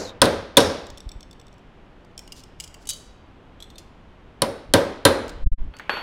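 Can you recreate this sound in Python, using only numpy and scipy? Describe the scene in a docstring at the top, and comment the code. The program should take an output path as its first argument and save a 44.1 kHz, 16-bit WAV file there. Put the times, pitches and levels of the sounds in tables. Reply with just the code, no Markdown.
"""Riveting at the workbench

In a workshop, a hammer drives a steel punch onto a rivet in two small plates, on a steel block on a
wooden bench. A brief hiss, two blows, a loose rattle; the plates are turned over, three more blows,
and the hammer is laid down. Ventilation runs behind. The microphone is close: it overloads on the
blows, and again in the draught of the hammer swinging past."""
import sys
import numpy as np
from scipy import signal
from scipy.fft import rfft, irfft
from scipy.io import wavfile
from scipy.ndimage import uniform_filter1d

SR = 44100
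rng = np.random.default_rng(int(sys.argv[2]) if len(sys.argv) > 2 else 0)


def to_wav(s):
    """Save 16-bit WAV."""
    ch = np.atleast_2d(s).T  # columns
    pcm = np.round(np.clip(ch, -1, 1) * 32767)  # PCM
    wavfile.write(sys.argv[1], SR, pcm.astype(np.int16))


N = 265702
T = np.arange(SR) / SR  # one second, for single sounds
TIME = np.arange(N) / SR

# hammer blows: start_s, force_db, crack_db, plate_db, punch_db, block_db, plate_tuning_ratio
HAMMER_BLOWS = [(0.2169, -1, 1, -2, -16, 0.5, 0.98), (0.5698, 0, 3, 1, -6.5, -1.5, 1.01),
                (4.4194, -11, 4, -8, -10, -6.5, 0.84), (4.737, -1.5, -0.5, -9.5, -7, -1.5, 1.2),
                (5.0516, -0.5, 2.5, -9.5, 1.5, 2, 1.12)]
# light touch of steel on steel: frequency_hz, density_db
TICK_SPECTRUM = [(1000, -44), (2500, 2.5), (6000, 7), (9000, -1), (15500, -12.5)]
# plate clapping on plate: frequency_hz, density_db
SLAP_SPECTRUM = [(500, -25), (1500, -15), (2500, -8.5), (4000, 0), (6000, 3.5), (8500, 0), (12000, -11),
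                 (15500, -11)]


def blows():
    """Steel cracks on steel, plates and block buzz, the bench thuds and everything on it is jolted."""
    # modes of each struck part: pitch_hz, level_db, t60_s
    punch_modes = [(3640, -17, 0.13), (4066, -21, .13), (4200, -22, 0.1), (7974, -30, .08),
                   (9266, -25, 0.045), (10500, -19, 0.1), (13670, -35.5, .08)]
    plate_modes = [(3502, 2, 0.026), (3530, -8.5, 0.015), (4520, -11.5, 0.017), (5280, -9, 0.0077),
                   (6320, -13, 0.0092), (9080, -10, 0.009)]
    block_modes = [(1290, -2.5, 0.0077), (1560, 2, 0.011), (1906, -6.5, .005)]
    bench_modes = [(93.5, -22, .2), (114, -19, 0.17), (169.4, -26.5, 0.3), (248.7, -23, 0.44),
                   (292.3, -15, 0.18), (430.3, -16, 0.11), (457, -21.5, .25), (541.6, -1.5, 0.11),
                   (536.5, -15, .35), (560, -17, 0.41), (622.4, -21.5, 0.073), (767, -18, .16),
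                   (975, -9, 0.087), (1234, -15.5, 0.048), (1559, -10, .05), (1880, -23.5, 0.04)]
    # the impact, the plates' after-buzz, things jolted on the bench: frequency_hz, density_db
    crack_spectrum = [(200, 6), (600, 4), (1500, -4), (2500, -4.5), (3800, 11), (6500, -10.5), (9500, 2),
                      (12500, -14.5), (16000, -18.5)]
    sizzle_spectrum = [(1500, -26.5), (2700, -9.5), (3550, -1), (4300, -3.5), (5300, -2.5), (6500, -9),
                       (7800, -18), (10000, -13.5), (16000, -32)]
    jolt_spectrum = [(29, -33), (50, -2), (408, -7.5), (532, -8), (842, -13.5), (997, -0.5), (1300, -17.5),
                     (2440, -17.5), (3580, -16.5), (5270, -21.5), (7210, -33.5), (10600, -31.5),
                     (16000, -42)]
    # the hammer drops back on the punch: start_s, level_db
    rebounds = [(0.242, -21.5), (0.2552, -18.5), (0.578, -6.5), (0.605, -18)]
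    body, steel = np.zeros(N), np.zeros(N)
    add(body, -0.135, amp(-4) * room_boom())  # an earlier blow still hangs in the room
    for start, force_db, crack_db, plate_db, punch_db, block_db, tuning in HAMMER_BLOWS:
        crack = amp(crack_db + 6) * noise(crack_spectrum) * swell(0.0009) * fade(0.016)
        punch = amp(punch_db) * ring(punch_modes) * swell(0.00047)
        add(steel, start, amp(force_db) * (crack + punch))
        slap = amp(7) * buzz(plate_modes, tuning) * fade(0.019)
        sizzle = amp(-29) * die_away(noise(sizzle_spectrum))
        add(body, start, amp(force_db + plate_db) * (slap + sizzle) * swell(0.001))
        knock = buzz(block_modes) * (amp(-8.5) * fade(0.06) + amp(-27.5) * fade(0.6))
        add(body, start, amp(force_db + block_db) * knock * swell(0.0048))
        bench = ring(bench_modes, scatter_db=1)
        jolt = amp(-11.5) * noise(jolt_spectrum) * fade(0.19)
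        thud = (bench + jolt) * swell(0.002)
        add(body, start + 0.001, amp(force_db) * (thud + room_boom()))
    for start, db in rebounds:
        add(steel, start, amp(db) * noise(crack_spectrum) * fade(0.031))
    return body + in_room(steel, wet_db=-19.5)


def rattle():
    """The second blow sets a loose part jangling; it settles in pairs of stuttering ticks."""
    # the loose part's modes: pitch_hz, level_db, t60_s
    part_modes = [(3520, 4, 0.03), (4310, -7, 0.023), (5490, 4.5, 0.027), (6400, -11, .02),
                  (7680, 1.5, 0.02), (9400, -27, .02), (11800, -27, .02)]
    # its jangle when jolted: frequency_hz, density_db
    jangle_spectrum = [(2500, -28.5), (3550, -8), (4400, -10.5), (5450, 2), (5900, -9), (6400, -6.5),
                       (7500, -18.5), (16000, -36)]
    out = np.zeros(N)
    for start, db in rocking(count=9):
        ping = amp(-9.5) * ring(part_modes, rng.uniform(0.98, 1.02)) * fade(0.048)
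        tick = amp(-3.5) * noise(TICK_SPECTRUM) * fade(0.011)
        add(out, start, amp(db) * chatter((ping + tick) * swell(0.0006), spread_s=0.0025, share=0.68))
    out = in_room(out, wet_db=-14)
    jangle = amp(-25.5) * noise(jangle_spectrum) * fade(0.5) * swell(0.0062)
    add(out, HAMMER_BLOWS[1][0], jangle)
    return out


def rocking(count):
    """A part rocks from edge to edge: (start_s, level_db) of ticks whose pairs close up and fade."""
    first_s, extra_tick_s, settle_s = 0.8673, 0.98, 0.76
    rock_db, second_edge_db, settle_db = -34, 1.5, -21.5
    ticks = [(extra_tick_s, rock_db + second_edge_db)]  # one extra tick amid the rocking
    start = first_s
    for k in range(count):
        db = rock_db + settle_db * ((start - first_s) / settle_s) ** 3
        edge_gap_s = 0.0343 * 0.862 ** k
        ticks += [(start, db), (start + edge_gap_s, db + second_edge_db - 0.96 * k)]
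        start += 0.05 + 0.068 * np.exp(-((k - 1.4) / 3.3) ** 2)  # slowest while the swing is wide
    return ticks


def plate_clicks():
    """Plates held in the fingers click dully, one edge touching and then the other."""
    # the held plates' modes: pitch_hz, level_db, t60_s
    held_modes = [(2500, -4.5, 0.011), (3186, -9.5, 0.051), (3510, -7, 0.021), (3820, -16, 0.011),
                  (5560, 6, 0.0095), (6300, -23, .018), (7700, -9, 0.03), (8700, -3.5, 0.011),
                  (10500, -28, .015), (11700, -19, .015)]
    # touches: start_s, level_db, tuning_ratio, second_touch_delay_s
    clicks = [(2.047, -47, 0.84, 0.0019), (2.1778, -21.5, 0.98, 0.014), (2.2759, -32.5, 0.9, .001),
              (2.3211, -21.5, 0.89, .004), (2.436, -33.5, 0.96, 0.0022), (2.6006, -16.5, 0.9, .005),
              (2.639, -23.5, 0.93, 0.0037), (2.676, -31, 0.89, 0.00089), (2.742, -28, 0.87, .003),
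              (2.8539, -37, 0.85, .002), (5.28, -26, 0.87, .0136), (5.767, -31.5, 0.84, 0.02)]
    out = np.zeros(N)
    for start, db, tuning, gap in clicks:
        for delay, touch_db in (0, 0), (gap, -0.5):
            ping = amp(-12) * ring(held_modes, tuning, scatter_db=3.5)
            slap = amp(-10.5) * noise(SLAP_SPECTRUM) * fade(0.016)
            click = chatter((ping + slap) * swell(0.00056), spread_s=0.005, share=0.27)
            add(out, start + delay, amp(db + touch_db) * click)
    return out


def punch_taps():
    """The punch tip feels for the rivet, skittering at each touch."""
    # modes of the tip on the rivet: pitch_hz, level_db, t60_s
    tip_modes = [(3550, 4.5, 0.045), (4230, -0.5, 0.032), (6000, -13.5, 0.023), (8270, -6.5, 0.027),
                 (10600, -16, 0.017), (12200, -11.5, .02)]
    # touches: start_s, ring_db, tick_db
    taps = [(3.603, -44, -49.5), (3.6245, -37.5, -43.5), (3.702, -51, -49.5), (3.757, -47.5, -61),
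            (3.7818, -50, -37)]
    out = np.zeros(N)
    for start, ring_db, tick_db in taps:
        ping = amp(ring_db) * ring(tip_modes, rng.uniform(0.92, 1.03))
        tick = amp(tick_db) * noise(TICK_SPECTRUM) * fade(0.038)
        add(out, start, chatter(ping + tick, spread_s=0.02, share=0.44))
    return out


def plate_slides():
    """The plates slide with a faint, gritty scrape."""
    # scrapes: middle_s, length_s, level_db
    slides = [(2.384, 0.094, -49.5), (2.625, 0.084, -52), (2.826, .07, -59.5), (5.297, 0.026, -43.5)]
    out = np.zeros(N)
    for middle, length, db in slides:
        size = round(length * SR)
        grit = unit_rms(uniform_filter1d(rng.exponential(1, size) ** 2, size=40))
        scrape = noise(TICK_SPECTRUM, size) * grit * signal.windows.hann(size)
        add(out, middle - length / 2, amp(db) * scrape)
    return out


def plates_drop():
    """The plates clap down edge by edge; each contact bends their modes, and the block damps them."""
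    # the free plates' modes: pitch_hz, level_db, t60_s
    free_modes = [(2966, -3.5, 0.13), (3112, -10.5, 0.2), (3330, -10.5, 0.16), (3800, -1.5, 0.18),
                  (4040, -7, 0.17), (4620, -5.5, 0.25), (4660, -4.5, 0.14), (6050, -12, 0.075),
                  (6300, 0, 0.13), (6920, 6, 0.037), (7700, 4.5, 0.034), (8160, 6, 0.035),
                  (10450, 7, 0.027), (12500, -3, .04)]
    # contacts with the block: start_s, ring_db, slap_db
    drops = [(2.8718, -44, -36), (2.8905, -33.5, -25.5), (2.897, -34.5, -25.5), (2.904, -36.5, -23.5),
             (2.9334, -45.5, -39)]
    out = np.zeros(N)
    for start, ring_db, slap_db in drops:
        tuning = 1 + 0.012 * rng.standard_normal()
        ringing = amp(ring_db + 1) * ring(free_modes, tuning, scatter_db=2) * fade(0.77)
        slap = amp(slap_db) * noise(SLAP_SPECTRUM) * fade(0.033)
        add(out, start, ringing + slap)
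    return in_room(out, wet_db=-13.5)


def hammer_down():
    """The hammer's head touches the bench, drags with a squeak, lands with a clatter and rings on."""
    # the hammer's modes: pitch_hz, level_db, t60_s
    hammer_modes = [(1456, -1, 0.94), (4440, -1.5, 1.1), (11370, -22, 0.99), (12430, -36, 0.74)]
    # its knock on the wood: frequency_hz, density_db
    knock_spectrum = [(88, -42), (150, -16), (833, -3), (1180, -5.5), (1460, -3.5), (2000, -9),
                      (2600, -7.5), (3400, -10), (3900, -21), (4400, -20), (4910, -31), (10600, -47),
                      (11700, -44), (15000, -78.5)]
    # contacts, damped by the gripping hand: start_s, knock_db, ring_db, grip_t60_s
    contacts = [(5.738, -47, -49.5, 0.32), (5.797, -40.5, -66, 0.26), (5.8944, -21.5, -32.5, 5.5)]

    def knock():
        return noise(knock_spectrum) * (amp(8) * fade(0.021) + amp(-7) * fade(0.83)) * swell(0.0004)
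    out = np.zeros(N)
    for start, knock_db, ring_db, grip_t60 in contacts:
        add(out, start, amp(knock_db) * knock())
        add(out, start, amp(ring_db) * ring(hammer_modes) * fade(grip_t60) * swell(0.0045))
    dragged_s, landed_s = contacts[1][0], contacts[2][0]
    for k in range(3):  # let go, it bounces evenly between head and handle
        add(out, landed_s + 0.008 + k * 0.034, amp(-32) * knock())
    add(out, dragged_s, squeak())
    return out


def squeak():
    """The dragged head catches sharply, then slides faintly as the pitch climbs."""
    from_hz, to_hz = 1550, 2370
    hz = from_hz + (to_hz - from_hz) * swell(0.025)
    catch, drag = amp(-37) * fade(0.052), amp(-55) * fade(2.5)
    return (catch + drag) * glide(hz, width_hz=125)


def hiss():
    """A brief, wide hiss narrows to a rough whistle, slips down in pitch and stops."""
    from_hz, to_hz, slip_at_s, slip_s = 5700, 3780, 0.04, 0.022
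    hold_s, release_db_per_s = 0.095, 648
    hz = from_hz + (to_hz - from_hz) * (1 + np.tanh((T - slip_at_s) / slip_s)) / 2
    level = amp(-38 - release_db_per_s * np.maximum(T - hold_s, 0))
    wide = noise([(2500, -29), (4200, 0), (7000, -1.5), (8200, -13.5), (12000, -20), (16000, -40)])
    whistle = amp(0.5) * glide(hz, width_hz=130) * (1 - fade(0.56))
    out = np.zeros(N)
    add(out, 0, level * (whistle + wide * fade(0.49)))
    return out


def draught():
    """Sweeps of hand or hammer suck, push and suck again at the microphone; stirred air rumbles."""
    # passing gusts: middle_s, rise_s, pressure_ratio (to full scale)
    gusts = [(1.071, 0.004, 0.087), (1.165, 0.0044, 0.053), (5.486, 0.01923, 2.58), (5.618, .011, 0.36)]
    # low rumbles of stirred air at the microphone: middle_s, length_s, level_db
    rumbles = [(0.919, 0.11, -35.5), (4.7, 0.059, -29.5), (5.365, 0.31, -33.5), (5.662, 0.19, -30)]
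    push, rumble_level = np.zeros(N), np.zeros(N)
    for middle, rise, pressure in gusts:
        u = (TIME - middle) / np.where(TIME < middle, rise, rise * 2.07)  # ebbs slower than it builds
        push += pressure * (1 - u ** 2) * np.exp(-u ** 2 / 2)
    for middle, length, db in rumbles:
        rumble_level += amp(db) * np.cos(np.pi * np.clip((TIME - middle) / length, -0.5, 0.5)) ** 2
    rumble = noise([(15, -1), (45, 6), (110, -12), (250, -24), (1000, -54.5), (4000, -100)], N)
    return push + rumble_level * rumble


def room_boom():
    """The workshop's echo of one blow."""
    # the echo's colour: frequency_hz, density_db
    boom_spectrum = [(29, -47), (50, -13), (96, -4.5), (125, -19), (229, -7), (337, -5), (371, -5.5),
                     (507, -1), (559, -1.5), (729, -10.5), (1580, -20.5), (2810, -29), (5270, -34),
                     (11700, -43), (16000, -58)]
    return amp(-14) * die_away(noise(boom_spectrum)) * swell(0.0034)


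def in_room(x, wet_db):
    """The direct sound plus the workshop's diffuse answer."""
    tail = die_away(rng.standard_normal(SR)) * swell(0.0046)
    return x + amp(wet_db) * signal.fftconvolve(x, tail / np.linalg.norm(tail))[:N]


def die_away(x):
    """Each band of a diffuse sound dies at the room's own speed."""
    # the workshop's reverberation: frequency_hz, t60_s
    room_decay = [(80, 0.77), (250, 0.58), (500, 0.6), (1000, 0.68), (2500, 0.76), (5000, .62), (8000, .46),
                  (11000, 0.38), (16000, 0.38)]
    hz, t, bands = signal.stft(x, SR, nperseg=256)
    bands = bands * fade(curve_at(room_decay, hz)[:, None], t)
    return signal.istft(bands, SR, nperseg=256)[1][:SR]


def ventilation():
    """Room tone: the ventilation's steady dull rush over an uneven rumble."""
    # moving air: frequency_hz, density_db
    air_spectrum = [(20, 2), (60, 2.5), (130, -2.5), (250, -4), (500, -10), (1000, -13.5), (2000, -21),
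                    (3200, -24), (4100, -32), (5200, -37.5), (7000, -43.5), (10000, -51), (13000, -56.5),
                    (16000, -68.5)]
    rumble = amp(-45.5) * noise([(10, 2.5), (35, -4), (80, -17.5), (200, -46), (1000, -88.5)], N)
    return amp(-48.5) * noise(air_spectrum, N) + rumble


def ring(modes, tuning=1, scatter_db=0):
    """Dying modes of alternating sign; the point of contact favours some of them."""
    out = np.zeros(SR)
    for k, (hz, db, t60) in enumerate(modes):
        level = (-1) ** k * amp(db + scatter_db * rng.standard_normal())
        out += level * fade(t60) * np.sin(2 * np.pi * hz * tuning * T)
    return out


def buzz(modes, tuning=1):
    """Parts slapping on each other blur their modes into bands of noise."""
    hz = np.fft.rfftfreq(SR, 1 / SR)
    power = sum(amp(db) ** 2 / (1 + ((hz - f * tuning) * t60) ** 2) ** 2 for f, db, t60 in modes)
    return unit_rms(irfft(rfft(rng.standard_normal(SR)) * np.sqrt(power), SR))


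def chatter(x, spread_s, share):
    """Steel never lands just once: three weaker contacts follow at random."""
    out = x.copy()
    for delay, size in rng.random((3, 2)):
        add(out, delay * spread_s, share * size * x)
    return out


def glide(hz, width_hz):
    """Narrow noise that follows a moving pitch."""
    carrier = np.exp(2j * np.pi * np.cumsum(hz) / SR)
    blur = noise([(0, 0), (width_hz, -3), (4 * width_hz, -22), (12 * width_hz, -55), (SR, -120)])
    wander = np.exp(1j * np.cumsum(rng.standard_normal(SR)) * np.sqrt(np.pi * width_hz / SR))
    return unit_rms((blur * carrier * wander).real)


def noise(spectrum, size=SR):
    """Noise of rms 1, coloured by (frequency_hz, density_db) points."""
    gain = amp(curve_at(spectrum, np.fft.rfftfreq(size, 1 / SR)))
    return unit_rms(irfft(rfft(rng.standard_normal(size)) * gain, size))


def curve_at(points, hz):
    """Interpolates along a log-frequency axis."""
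    point_hz, values = np.transpose(points)
    return np.interp(np.log(hz + 1), np.log(point_hz + 1), values)


def add(mix, start_s, sound):
    """Mixes a sound in; what lies outside the mix is dropped."""
    at = round(start_s * SR)
    sound = sound[max(-at, 0):]
    part = mix[max(at, 0):][:len(sound)]
    part += sound[:len(part)]


def fade(t60_s, t=T):
    return np.exp(-np.log(1000) * t / t60_s)


def swell(rise_s):
    return 1 - np.exp(-T / rise_s)


def amp(db):
    return 10 ** (np.asarray(db) / 20)


def unit_rms(x):
    return x / np.sqrt(np.mean(x ** 2) + 1e-20)


def scene():
    """The bench from close by, in mono."""
    hammering = blows() + rattle()
    handling = in_room(plate_clicks() + punch_taps() + plate_slides(), wet_db=-13)
    return (hammering + handling + plates_drop() + hammer_down() + hiss() + draught() + ventilation())[None]


def record(dry):
    """The close microphone saturates, choking all sound while pinned; then bass and treble cuts."""
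    ceiling, bass_cut_hz, treble_cut_hz = 0.68, 42, 15900
    pinned = dry / (1 + (dry / ceiling) ** 16) ** (1 / 16)
    thinned = signal.lfilter(*signal.butter(1, bass_cut_hz, "high", fs=SR), pinned)
    lowpass = signal.firwin(161, treble_cut_hz, window=("kaiser", 9), fs=SR)
    return signal.oaconvolve(thinned, lowpass[None], "same")


dry = scene()
out = record(dry)
to_wav(out)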